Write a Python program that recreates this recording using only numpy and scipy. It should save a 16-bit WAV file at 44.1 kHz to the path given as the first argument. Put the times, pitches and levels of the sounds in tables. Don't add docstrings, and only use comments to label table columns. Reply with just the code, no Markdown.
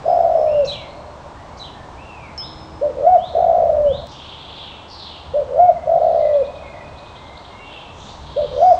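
import sys
import numpy as np
from scipy import signal
from scipy.fft import rfft, irfft
from scipy.io import wavfile

SR = 44100
rng = np.random.default_rng(int(sys.argv[2]) if len(sys.argv) > 2 else 0)


def wav_record(signal):
    frames = np.transpose(np.atleast_2d(signal))
    bounded = np.clip(frames, -1, 1)
    quanta = np.round(bounded * 32767).astype(np.int16)
    wavfile.write(sys.argv[1], SR, quanta)


N = 387638

# start in seconds, length in seconds, pitch in Hz before scoop and sag,
# level in dB before shaping.
SHORT_COOS = [(2.807, 0.11, 641, -11.5), (5.332, 0.11, 649, -11), (8.357, 0.11, 643, -11)]
# start in seconds, length in seconds, pitch the climb aims for in Hz,
# level in dB before shaping.
ARCHED_COOS = [(2.942, 0.24, 741.7, -6), (5.47, .248, 735, -5.5), (8.499, .243, 742, -5.5)]
# start in seconds, length in seconds, pitch in Hz before scoop and sag,
# level in dB before shaping.
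PURRING_COOS = [(0.037, .617, 706.2, -6.5), (3.33, .6, 702.8, -6), (5.855, .58, 692.8, -6)]
# delay in seconds, level in dB re the direct voice.
HOUSE_ECHOES = [(.0105, -19.5), (.024, -13), (.041, -17), (.075, -20.5), (.14, -26)]
GARDEN_DB, GARDEN_T60_S = -16.5, 1.15


def dove():
    voice = repeat(short_coo, SHORT_COOS)
    voice += repeat(arched_coo, ARCHED_COOS)
    voice += repeat(purring_coo, PURRING_COOS)
    out = voice + from_db(GARDEN_DB) * scatter(voice, t60=GARDEN_T60_S, delay=0.013)
    out += from_db(-26.5) * scatter(voice, t60=4.0, delay=0.19)
    for delay, echo_db in HOUSE_ECHOES:
        add(out, delay, from_db(echo_db) * voice)
    silent_from = int(TICKS[-1][0] * SR)
    silent_to = int(SHORT_COOS[1][0] * SR)
    out[silent_from:silent_to] = 0
    return out


SCOOP_S, COO_RELEASE_S = 0.01532, 0.015
SHORT_SCOOP_HZ, SHORT_SAG_HZ, SHORT_ATTACK_S = 228, 172, 0.022
SHORT_HOLD_S, SHORT_BREAK_S, SHORT_BREAK_DB = 0.054, 0.024, 5.5
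SHORT_TRILL, SHORT_BROKEN_TRILL, SHORT_PULSES_PER_S = 0.3, 0.7, 78


def short_coo(length, pitch_hz):
    t, u = clock(length)
    hz = pitch_hz - SHORT_SCOOP_HZ * np.exp(-t / SCOOP_S) - SHORT_SAG_HZ * u ** 2
    broken = ramp((t - SHORT_HOLD_S) / SHORT_BREAK_S)
    gain = envelope(t, SHORT_ATTACK_S, COO_RELEASE_S) * from_db(-SHORT_BREAK_DB * broken)
    depth = SHORT_TRILL * (1 - broken) + SHORT_BROKEN_TRILL * broken
    return coo(hz, gain, depth, SHORT_PULSES_PER_S)


ARCH_FROM_HZ, ARCH_CLIMB_AT_S, ARCH_CLIMB_S = 535, 0.112, 0.015
ARCH_SWELL_S, ARCH_SWELL_DB, ARCH_DROP_HZ, ARCH_DROP_S = 0.135, 21, 280, 0.014
ARCH_TRILL, ARCH_CLEARS_AT_S, ARCH_CLEARS_S, ARCH_PULSES_PER_S = 0.8, 0.1, 0.054, 76
RESONANCE_HZ, RESONANCE_WIDTH_HZ, RESONANCE_DB = 688, 30, 4


def arched_coo(length, top_hz, release_s=0.021):
    t, _ = clock(length)
    effort = 1 / (1 + np.exp((ARCH_CLIMB_AT_S - t) / ARCH_CLIMB_S))
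    climb_hz = ARCH_FROM_HZ + (top_hz - ARCH_FROM_HZ) * effort
    hz = climb_hz - ARCH_DROP_HZ * np.exp((t - length) / ARCH_DROP_S)
    swell_db = -ARCH_SWELL_DB * np.maximum(1 - t / ARCH_SWELL_S, 0) ** 1.24
    flare_db = RESONANCE_DB * np.exp(-((hz - RESONANCE_HZ) / RESONANCE_WIDTH_HZ) ** 2)
    gain = envelope(t, 0.005, release_s) * from_db(swell_db + flare_db)
    depth = ARCH_TRILL * (1 - ramp((t - ARCH_CLEARS_AT_S) / ARCH_CLEARS_S))
    return coo(hz, gain, depth, ARCH_PULSES_PER_S)


PURR_SCOOP_HZ, PURR_SAG_HZ, PURR_DROP_HZ, PURR_DROP_S = 215.6, 153.5, 114, 0.0097
PURR_ATTACK_S, PURR_FADE_DB = 0.055, 5.5
PURR_TRILL, PURR_CLEARS_S = 0.86, 0.29
PURR_PULSES_PER_S, PURR_QUICKENS_PER_S = 45, 18


def purring_coo(length, pitch_hz, scoop_s=0.02):
    t, u = clock(length)
    hz = pitch_hz - PURR_SCOOP_HZ * np.exp(-t / scoop_s) - PURR_SAG_HZ * u ** 1.8
    hz -= PURR_DROP_HZ * np.exp((t - length) / PURR_DROP_S)
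    gain = envelope(t, PURR_ATTACK_S, COO_RELEASE_S) * from_db(-PURR_FADE_DB * u ** 2)
    depth = PURR_TRILL * ramp((length - t) / PURR_CLEARS_S)
    rate = PURR_PULSES_PER_S + PURR_QUICKENS_PER_S * np.sin(np.pi * u) * depth
    return coo(hz, gain, depth, rate)


PULSE_FLUTTER_DB, PULSE_UNEVEN, STUMBLE = 1.5, 0.26, 0.2


def coo(hz, gain, depth, rate, sag=0.19, lift=0.067, jitter=0.017, second_db=-41, third_db=-47):
    size, depth = len(hz), np.clip(depth, 0, 1)
    cycle = turns_of(rate * (1 + PULSE_UNEVEN * wander(35, size)))
    pinch = depth * np.abs(np.sin(cycle / 2)) ** 2.5
    bend = lift * depth * np.sin(cycle)
    bend -= pinch ** 2 * (sag + STUMBLE * wander(57.6, size))
    phase = turns_of(hz * (1 + bend + jitter * wander(220, size)))
    flutter = from_db(PULSE_FLUTTER_DB * depth * wander(75, size))
    flow = (1 - pinch) * gain * flutter
    throat = signal.butter(3, [420, 840], "band", fs=SR, output="sos")
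    fundamental = signal.sosfilt(throat, flow * np.sin(phase))
    overtones = from_db(second_db) * np.sin(2 * phase) + from_db(third_db) * np.sin(3 * phase)
    return fundamental + flow * overtones


# start in seconds, length in seconds, first pitch in Hz, last pitch in Hz,
# level in dB before the distance mix.
WHISTLES = [(.04, .15, 4950, 5270, -53), (.29, .32, 5300, 5260, -58), (.85, 0.174, 4250, 4250, -52.5),
            (1.33, .14, 1747, 2117, -52), (1.47, 0.14, 2210, 2176, -53.5), (1.74, .1, 1826, 1727, -47.5),
            (5.6, 0.28, 2310, 1934, -54.5), (6.19, 0.13, 2105, 1935, -42.5), (6.2, 1, 2483, 2504, -51),
            (6.62, 0.078, 2186, 2120, -43), (6.73, 0.092, 2074, 1907, -44), (7.14, .25, 2062, 2130, -50),
            (7.49, 0.2, 2090, 2300, -47), (7.5, 0.46, 2827, 2607, -46.5), (8.24, 0.43, 3215, 3170, -51.5),
            (8.54, .23, 4760, 5020, -50)]
# start in seconds, length in seconds,
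# level in dB before the distance mix.
DOWNSLURS = [(0.455, .43, -42.5), (1.963, .36, -43)]
# start in seconds, length in seconds, level in dB before the distance mix.
UPSLURS = [(2.376, 0.11, -33), (3.179, 0.12, -33), (3.86, 0.14, -31.5)]
# start in seconds, length in seconds, first pitch in Hz,
# last pitch in Hz, level in dB before the distance mix.
SCOLDS = [(4.065, 0.083, 4800, 5170, -46), (4.11, 0.34, 3310, 3317, -38), (4.37, .26, 3380, 3400, -37.5),
          (5.95, 0.38, 3960, 3857, -50.5), (7.64, .2, 3286, 3110, -40), (7.92, 0.24, 6220, 6100, -50),
          (7.97, 0.17, 3450, 3800, -42.5), (8.2, 0.39, 3703, 3554, -42), (8.5, 0.28, 5670, 5600, -51.5)]
# start in seconds, length in seconds, first pitch in Hz,
# last pitch in Hz, level in dB before the distance mix.
FALLS = [(4.55, .18, 3946, 2766, -34.5), (4.88, .32, 5030, 2720, -36)]
WHISTLE_RASP, SCOLD_RASP = 0.16, 0.94


def small_birds():
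    close = chips()
    near = glides(SCOLDS, SCOLD_RASP, quiver_db=3.0)
    near += glides(FALLS, rasp=0.73, quiver_db=2.5)
    near += twitters()
    far = glides(WHISTLES, WHISTLE_RASP)
    far += repeat(downslur, DOWNSLURS)
    far += repeat(upslur, UPSLURS)
    out = close + from_db(-1.5) * scatter(close, t60=0.48, delay=0.0062)
    out += from_db(-1.5) * near + scatter(near, t60=1.0, delay=0.0048)
    out += from_db(-2.5) * far + from_db(-1.0) * scatter(far, t60=0.78, delay=0.005)
    return out


# delay from the chip's onset in seconds, length in seconds,
# first pitch in Hz, last pitch in Hz, level in dB before the chip's own level is added, rasp 0-1.
CHIP_NOTES = [(-.025, .028, 4500, 6360, -38.5, 0.9), (0, .044, 4170, 3710, -26.5, 0.2),
              (0.044, .022, 2970, 3800, -29.5, 0.18), (0.06, .04, 3750, 2603, -34.5, .3)]
# onset in seconds, level in dB added to every note.
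CHIPS = [(.67, 2), (1.594, -6.5)]


def chips():
    out = np.zeros(N)
    for delay, length, first_hz, last_hz, note_db, rasp in CHIP_NOTES:
        calls = [(s + delay, length, first_hz, last_hz, db + note_db) for s, db in CHIPS]
        out += glides(calls, rasp, quiver_db=-1.0, overtone_db=-28.5)
    return out


TWITTER_FROM_S, TWITTER_GAP_S, TWITTER_QUICKENS_S, TWITTER_LENGTH_S = 6.33, 0.107, 0.00051, 0.045
TWITTER_LOW_HZ, TWITTER_HIGH_HZ, TWITTER_DB, TWITTER_GROWS_DB = 3296, 4050, -49, 0.5


def twitters(count=12):
    calls = []
    for k in range(count):
        start = TWITTER_FROM_S + k * (TWITTER_GAP_S - k * TWITTER_QUICKENS_S)
        level_db = TWITTER_DB + k * TWITTER_GROWS_DB
        calls.append((start, TWITTER_LENGTH_S, TWITTER_LOW_HZ, TWITTER_HIGH_HZ, level_db))
    return glides(calls, rasp=0.6)


UPSLUR_LOW_HZ, UPSLUR_HIGH_HZ, UPSLUR_EDGE_DB, UPSLUR_RASP = 2920, 4370, 13.5, 0.13


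def upslur(length):
    u = clock(length)[1] ** 1.4
    hz = UPSLUR_LOW_HZ + (UPSLUR_HIGH_HZ - UPSLUR_LOW_HZ) * u
    return whistle(hz, from_db(-UPSLUR_EDGE_DB * np.abs(2 * u - 1)), UPSLUR_RASP)


DOWNSLUR_HZ, DOWNSLUR_JUMP_HZ, DOWNSLUR_JUMP_S = 3170, 1104, 0.045
DOWNSLUR_SLIDE_HZ, DOWNSLUR_RASP = 1121, 0.22


def downslur(length):
    t, u = clock(length)
    hz = DOWNSLUR_HZ - DOWNSLUR_JUMP_HZ * np.exp(-t / DOWNSLUR_JUMP_S) - DOWNSLUR_SLIDE_HZ * u
    return whistle(hz, envelope(t, attack_s=0.032, release_s=0.031), DOWNSLUR_RASP)


def glides(calls, rasp, quiver_db=5.0, overtone_db=-36):
    out = np.zeros(N)
    for start, length, first_hz, last_hz, level_db in calls:
        _, u = clock(length)
        hz = first_hz * (last_hz / first_hz) ** u
        swell = np.sqrt(np.abs(np.sin(np.pi * u)))
        gain = swell * from_db(level_db + quiver_db * wander(50, len(u)))
        add(out, start, whistle(hz, gain, rasp, overtone_db=overtone_db))
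    return out


def whistle(hz, gain, rasp, spread=0.131, rasp_hz=600, overtone_db=-36):
    phase = turns_of(hz * (1 + spread * rasp * wander(rasp_hz, len(hz))))
    return gain * (np.sin(phase) + from_db(overtone_db) * np.sin(2 * phase))


# settled frequency in Hz, level in dB re PING_DB,
# decay time T60 in seconds.
PING_MODES = [(5070, -26, 0.57), (5147, 1.5, 0.26), (5290, -16.5, 0.4)]
PING_S, PING_DB, PING_HOLD_S = 2.378, -27, 0.031
PING_BEND_HZ, PING_SETTLE_S = 218, 0.018


def ping(shimmer=0.0086):
    out = np.zeros(N)
    t, _ = clock(1)
    for hz, level_db, t60 in PING_MODES:
        pitch = hz * (1 + shimmer * wander(150, len(t))) + PING_BEND_HZ * np.exp(-t / PING_SETTLE_S)
        decay_db = -60 * np.maximum(t - PING_HOLD_S, 0) / t60
        add(out, PING_S, from_db(PING_DB + level_db + decay_db) * np.sin(turns_of(pitch)))
    return out + from_db(-10.5) * scatter(out, t60=1.0, delay=0.015)


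HOOT_S, HOOT_LENGTH_S, HOOT_HZ, HOOT_DB = 2.46, 0.62, 319, -42.5


def hoot():
    out = np.zeros(N)
    t, _ = clock(HOOT_LENGTH_S)
    gain = from_db(HOOT_DB) * envelope(t, attack_s=0.051, release_s=0.053)
    add(out, HOOT_S, whistle(np.full(len(t), HOOT_HZ), gain, rasp=0.16))
    return out


# start in seconds, level in dB.
TICKS = [(2.378, -32), (4.07, -31)]


def ticks(decay_s=0.00038):
    out = np.zeros(N)
    t, _ = clock(1)
    for start, level_db in TICKS:
        add(out, start, from_db(level_db) * rng.standard_normal(SR) * np.exp(-t / decay_s))
    return out


# frequency in Hz, relative density in dB per Hz.
RUMBLE = [(12, -39), (20, -9), (60, -3), (73, 5), (88, -2), (125, -4), (150, -3), (182, -11.5), (216, -8),
          (274, -18.5), (300, -13.5), (390, -46), (660, -120)]
# time in seconds, level in dB before RUMBLE_DB is added.
RUMBLE_LEVEL = [(0.0, -39.5), (0.49, -42.5), (0.54, -37), (0.95, -44), (3.35, -40.5), (3.97, -34),
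                (4.13, -46), (5.24, -46.5), (5.29, -40), (7.83, -46), (8.27, -39.5), (8.79, -40)]
# frequency in Hz, relative density in dB per Hz.
HUSH = [(150, -10), (280, -3), (450, -3), (700, 0), (950, 2), (1300, -7), (1800, -15), (2600, -19),
        (3700, -20), (5000, -24.5), (6500, -28), (8500, -32.5), (10500, -33), (11200, -47.5)]
# time in seconds, level in dB before HUSH_DB is added.
HUSH_LEVEL = [(0.0, -42), (1.08, -44.5), (1.49, -43.5), (3.84, -44.5), (4.21, -45.5), (8.49, -44.5),
              (8.79, -41)]
RUMBLE_DB, HUSH_DB = 1.5, 5


def background():
    t = np.arange(N) / SR
    rumble_db = np.interp(t, *np.transpose(RUMBLE_LEVEL)) + RUMBLE_DB
    hush_db = np.interp(t, *np.transpose(HUSH_LEVEL)) + HUSH_DB
    out = from_db(rumble_db) * coloured_noise(RUMBLE)
    out += from_db(hush_db) * coloured_noise(HUSH)
    return out + hoot() + ticks()


def coloured_noise(spectrum):
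    hz, db = np.transpose(spectrum)
    bins = np.maximum(np.fft.rfftfreq(N, 1 / SR), 1)
    gain = from_db(np.interp(np.log(bins), np.log(hz), db))
    return rms_one(irfft(rfft(rng.standard_normal(N)) * gain, N))


def scatter(x, t60, delay):
    t = np.arange(2 * SR) / SR
    onset = np.clip(t / delay - 1, 0, 1)
    response = rng.standard_normal(len(t)) * from_db(-60 * t / t60) * onset
    return signal.fftconvolve(x, response / np.linalg.norm(response))[:N]


def repeat(voice, events):
    out = np.zeros(N)
    for start, *settings, level_db in events:
        add(out, start, from_db(level_db) * voice(*settings))
    return out


def add(out, start, sound):
    at = int(np.clip(round(start * SR), 0, N - 1))
    out[at:at + len(sound)] += sound[:N - at]


def wander(rate_hz, size):
    smooth = signal.butter(2, rate_hz, fs=SR, output="sos")
    slow = signal.sosfilt(smooth, rng.standard_normal(2 * SR))
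    return np.resize(rms_one(slow[SR // 2:]), size)


def turns_of(hz):
    return 2 * np.pi * np.cumsum(hz) / SR


def clock(length):
    t = np.arange(int(length * SR)) / SR
    return t, t / length


def ramp(x):
    return np.sin(np.pi / 2 * np.clip(x, 0, 1)) ** 2


def envelope(t, attack_s, release_s):
    return np.sqrt(ramp(t / attack_s)) * ramp((t[-1] - t) / release_s)


def from_db(db):
    return 10 ** (np.asarray(db) / 20)


def rms_one(x):
    return x / np.sqrt(np.mean(x ** 2) + 1e-20)


def steep(x, hz, kind):
    return signal.sosfilt(signal.ellip(10, 0.2, 70, hz, kind, fs=SR, output="sos"), x)


def scene():
    return (dove() + small_birds() + ping() + background())[None]


DULL_ABOVE_HZ, DULL_DB, CUTOFF_HZ = 8700, -11, 15700


def record(dry):
    treble = steep(dry, DULL_ABOVE_HZ, "high")
    dulled = steep(dry, DULL_ABOVE_HZ, "low") + from_db(DULL_DB) * treble
    return steep(dulled, CUTOFF_HZ, "low")


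dry = scene()
out = record(dry)
wav_record(out)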